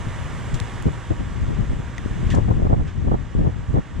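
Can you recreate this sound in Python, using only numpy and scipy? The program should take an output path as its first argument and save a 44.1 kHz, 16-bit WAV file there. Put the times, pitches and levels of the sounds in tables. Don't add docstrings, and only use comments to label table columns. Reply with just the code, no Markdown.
import sys
import numpy as np
from scipy import signal
from scipy.fft import rfft, irfft
from scipy.io import wavfile
from scipy.ndimage import uniform_filter1d

SR = 44100
rng = np.random.default_rng(int(sys.argv[2]) if len(sys.argv) > 2 else 0)


def digitize_waveform(pressure):
    field = np.atleast_2d(pressure).T
    bounded = np.clip(field, -1, 1)
    quanta = np.round(bounded * 32767).astype(np.int16)
    wavfile.write(sys.argv[1], SR, quanta)


N = 176400
TIME = np.arange(N) / SR

# t/s, level/dB, rise/s, decay/s, lower edge/Hz
CLICK_EVENTS = [(0.542, -37, .002, 0.013, 4000), (.543, -33, 0.00016, 0.00055, 4500),
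                (.601, -23.5, 0.00017, 0.00097, 2900), (.825, -30.5, 0.0001, 0.00041, 12500),
                (1.9805, -28, 0.00065, 0.0018, 1720), (2.299, -34, 0.0038, 0.035, 2140),
                (2.3465, -37.5, .0015, 0.0078, 5440), (2.861, -44.5, 0.019, 0.039, 1500)]
# f/Hz, relative level/dB
CLICK_SPECTRUM = [(1000, 18.5), (1900, 13), (2500, 7), (3300, 6.5), (4500, -4.5), (7700, 0.5), (9000, -11),
                  (14000, -25.5)]
# t/s, peak level/dB, f/Hz, ring time/s
CLICK_RINGS = [(1.9808, -24, 1920, .0012), (2.309, -33, 1890, .011)]

# f/Hz, relative level/dB
WIND_SPECTRUM = [(12, -29), (30, -0.5), (120, -1), (200, -8), (450, -14), (750, -14), (1300, -22),
                 (4000, -58)]
# f/Hz, likeness (1 same, 0 unrelated, -1 opposite)
WIND_LIKENESS = [(50, 0.45), (150, -0.33), (300, -0.25), (600, -0.82), (1000, -0.91)]
# t/s, level/dB
DRAUGHT_LEVEL = [(0, -32), (.5, -30), (.7, -35.5), (.92, -24.5), (1.02, -37), (1.17, -29.5), (1.33, -25),
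                 (1.66, -28), (1.77, -25.5), (1.97, -34.5), (2.1, -25), (2.3, -19.5), (2.86, -24.5),
                 (2.93, -33), (2.98, -21.5), (3.22, -25.5), (3.32, -34), (3.52, -27), (3.88, -38),
                 (4, -20.5)]
# t/s, length/s, level/dB, upper reach/Hz, left minus right/dB
GUST_EVENTS = [(0.057, 0.021, -26.5, 260, 10.5), (0.528, 0.025, -18, 125, 4.5), (0.605, 0.029, -26, 99, 14),
               (0.85, 0.031, -14.5, 450, 1.5), (1.101, 0.014, -16.5, 460, 3.5),
               (1.195, 0.018, -21.5, 330, 3.5), (1.402, 0.047, -20, 135, -2), (1.475, 0.052, -20.5, 320, 4),
               (1.569, 0.063, -21, 240, 9.5), (1.689, 0.047, -21.5, 320, -0.5),
               (2.328, 0.065, -16, 1000, 4.5), (2.468, 0.05, -16.5, 620, 2.5),
               (2.55, 0.051, -19.5, 385, 1.5), (2.617, 0.052, -16.5, 700, 2.5),
               (2.692, 0.047, -13.5, 835, 0.5), (2.756, 0.064, -22.5, 400, -7.5),
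               (3.044, 0.052, -18.5, 560, 3), (3.107, 0.037, -15.5, 910, -2.5),
               (3.354, 0.042, -15.5, 243, 2), (3.397, 0.088, -16.5, 580, 1.5), (3.684, 0.025, -20, 160, -8),
               (3.728, 0.061, -15.5, 740, 2.5)]
# t/s, peak level/dB, half width/s
EDDY_SLAPS = [(0.857, -4.5, 0.0012), (1.1098, -5, 0.0014), (2.061, -6, 0.00092), (2.385, -4.5, 0.0007),
              (2.6209, -8, 0.00063), (2.653, -8, 0.00077), (2.7111, -7, 0.00053), (3.0845, -11.5, 0.00045),
              (3.1194, -10, 0.0006), (3.3519, -6, 0.001), (3.4488, -17, 0.00048), (3.7423, -9, 0.00081)]

# t/s, level/dB
BACKGROUND_DUCKING = [(0, -0.5), (.5, 0.06), (.73, -0.5), (1.09, -3), (1.92, -4), (2.28, -2), (2.42, -5),
                      (2.75, -8), (3.68, -7.5), (4, -7.5)]
# f/Hz, base level/dB
PUMP_TONES = [(118.6, -40.5), (948, -54), (1125, -54.5), (1796, -61), (2908, -66.5), (6411, -70),
              (7655, -69.5), (7893, -72.5), (7952, -70.5), (9082, -76)]
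# f/Hz, likeness
SOUND_LIKENESS = [(60, 0.69), (250, 0.61), (380, 0.98), (950, 0.71), (1350, 0.86), (3500, 0.92),
                  (4400, 0.74), (7000, 0.38), (8800, 0.089)]
# f/Hz, relative level/dB
FAN_SPECTRUM = [(25, 1.5), (65, 15.5), (130, 8.5), (190, 4.5), (340, 1.5), (480, -2.5), (800, -3.5),
                (1500, -5), (1850, -4.5), (2400, -10.5), (3000, -12), (3600, -14), (4250, -22),
                (7700, -18.5), (8350, -26), (9900, -28), (13500, -47.5)]
# f/Hz, left minus right/dB
FAN_BALANCE = [(200, -3), (630, -3.5), (1050, -6), (2600, -3), (6600, -.5), (10600, -2.5)]
# f/Hz, phase/rad
FAN_LEAD = [(3800, -0.14), (5000, -1.1), (7300, -0.81), (7950, 1.5), (8600, -0.19)]


def amp(db):
    return 10 ** (np.asarray(db) / 20)


def unit_rms(x):
    return x / np.sqrt(np.mean(abs(x) ** 2, axis=-1, keepdims=True) + 1e-20)


def at_hz(table, hz):
    f, value = np.transpose(table)
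    return np.interp(np.log(hz + 1), np.log(f + 1), value)


def at_time(table, t):
    return np.interp(t, *np.transpose(table))


def pan(side_db):
    return amp(np.array([[.5], [-.5]]) * side_db)


def add(mix, start, sound):
    part = mix[:, max(round(start * SR), 0):][:, :sound.shape[1]]
    part += sound[:, :part.shape[1]]


def drift(size, rate_hz):
    hz = np.fft.rfftfreq(size, 1 / SR)
    return unit_rms(irfft(rfft(rng.standard_normal(size)) * np.exp(-(hz / rate_hz) ** 2), size))


def noise_pair(gain, likeness):
    left, other = np.exp(2j * np.pi * rng.random((2, len(gain))))
    return gain * np.array([left, likeness * left + np.sqrt(1 - likeness ** 2) * other])


def treble_dip(t, hz, edge_hz=8160):
    return 0.81 * at_time(BACKGROUND_DUCKING, t) / (1 + (edge_hz / (hz + 1)) ** 10)


def clicks(side_db=-1.5, sag_hz_per_s=4000):
    out, t = np.zeros((2, N)), TIME[:SR // 4]
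    hz = np.fft.rfftfreq(len(t), 1 / SR)
    for start, db, rise, decay, edge_hz in CLICK_EVENTS:
        gain = amp(at_hz(CLICK_SPECTRUM, hz) + 2 * treble_dip(start, hz))
        gain /= np.sqrt(1 + (edge_hz / (hz + 1)) ** 6)
        grit = unit_rms(irfft(noise_pair(gain, at_hz(SOUND_LIKENESS, hz)), len(t)))
        shape = np.minimum(t / rise, 1) * np.exp(-np.maximum(t - rise, 0) / decay)
        add(out, start, amp(db) * pan(side_db) * grit * shape)
    for start, db, ring_hz, ring_s in CLICK_RINGS:
        phase = 2 * np.pi * np.cumsum(ring_hz - sag_hz_per_s * t) / SR
        ring = np.sin(phase + drift(len(t), rate_hz=110))
        shape = t / ring_s * np.exp(1 - t / ring_s)
        add(out, start, amp(db) * pan(side_db) * ring * shape)
    return out


def turbulence(size, reach_hz, build=1, flutter_db=10, lump_db=2):
    hz = np.fft.rfftfreq(size, 1 / SR)
    gain = amp(at_hz(WIND_SPECTRUM, hz)) / np.sqrt(1 + (hz / reach_hz) ** 3.6) * (hz > 0)
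    spectrum = noise_pair(gain, at_hz(WIND_LIKENESS, hz))
    small = hz ** 2 / (hz ** 2 + 890 ** 2)
    flutter = unit_rms(amp(flutter_db * np.clip(drift(size, rate_hz=111), -2, 2)))
    full = irfft(spectrum * (1 - small), size) + irfft(spectrum * small, size) * flutter
    dull = irfft(spectrum / (1 + (hz / 340) ** 2), size)
    lumps = amp(lump_db * drift(size, rate_hz=67))
    return unit_rms((dull + build * (full - dull)) * lumps)


def wind(rise_s=0.0084, fall_s=0.011):
    out = turbulence(N, reach_hz=217) * amp(at_time(DRAUGHT_LEVEL, TIME)) * pan(side_db=4)
    t = TIME[:SR // 4]
    for start, length, db, reach_hz, side_db in GUST_EVENTS:
        shape = np.sin(np.pi / 2 * np.minimum(t / rise_s, 1))
        shape *= np.exp(-np.maximum(t - length, 0) / fall_s)
        build = np.minimum(t / (0.58 * length), 1)
        gust = unit_rms(shape * turbulence(len(t), reach_hz, build)) * np.sqrt(np.mean(shape ** 2))
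        add(out, start, amp(db) * pan(side_db) * gust)
    slap_gains = np.array([[1], [-0.15]])
    for centre, db, width in EDDY_SLAPS:
        u = (TIME - centre) / width
        pulse = (1 - u ** 2 / 2) / (1 + u ** 2 / 2) ** 2 * np.exp(-(u / 10) ** 2)
        out += amp(db) * slap_gains * pulse
    return out


def compressor(waver_depth=0.86, waver_hz=13.3):
    out = np.zeros((2, N))
    for hz, db in PUMP_TONES:
        waver = 1 + waver_depth * (drift(N, waver_hz) + 1j * drift(N, waver_hz))
        phase = 2 * np.pi * (hz * TIME + rng.random())
        right_shift = np.arccos(at_hz(SOUND_LIKENESS, hz)) * np.array([[0], [1]])
        tone = (waver * np.exp(1j * (phase + right_shift))).real
        out += amp(db) * unit_rms(tone)
    return out * pan(side_db=-9) * amp(at_time(BACKGROUND_DUCKING, TIME))


def fan(base_db=-33, ripple_db=1.34, ripple_step_hz=24.69):
    hz = np.fft.rfftfreq(N, 1 / SR)
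    ripple_points = np.arange(0, SR / 2, ripple_step_hz)
    ripple = np.interp(hz, ripple_points, rng.standard_normal(len(ripple_points)))
    gain = amp(at_hz(FAN_SPECTRUM, hz) + ripple_db * ripple)
    spectrum = noise_pair(gain, at_hz(SOUND_LIKENESS, hz)) * pan(at_hz(FAN_BALANCE, hz))
    spectrum[0] *= np.exp(1j * at_hz(FAN_LEAD, hz))
    rush = irfft(spectrum, N)
    f, t, slices = signal.stft(rush / rush.std(), SR, nperseg=512)
    patches = uniform_filter1d(rng.standard_normal(slices.shape), size=8, axis=0)
    patches = uniform_filter1d(patches, size=8, axis=1)
    flicker_db = patches / patches.std()
    level_db = base_db + at_time(BACKGROUND_DUCKING, t) + treble_dip(t, f[:, None]) + flicker_db
    return signal.istft(slices * amp(level_db), SR, nperseg=512)[1][:, :N]


def scene():
    return fan() + compressor() + wind() + clicks()


def record(dry, edge_hz=15100):
    low_pass = signal.firwin(511, edge_hz, window=("kaiser", 9), fs=SR)
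    return signal.oaconvolve(dry, low_pass[None], "same")


dry = scene()
out = record(dry)
digitize_waveform(out)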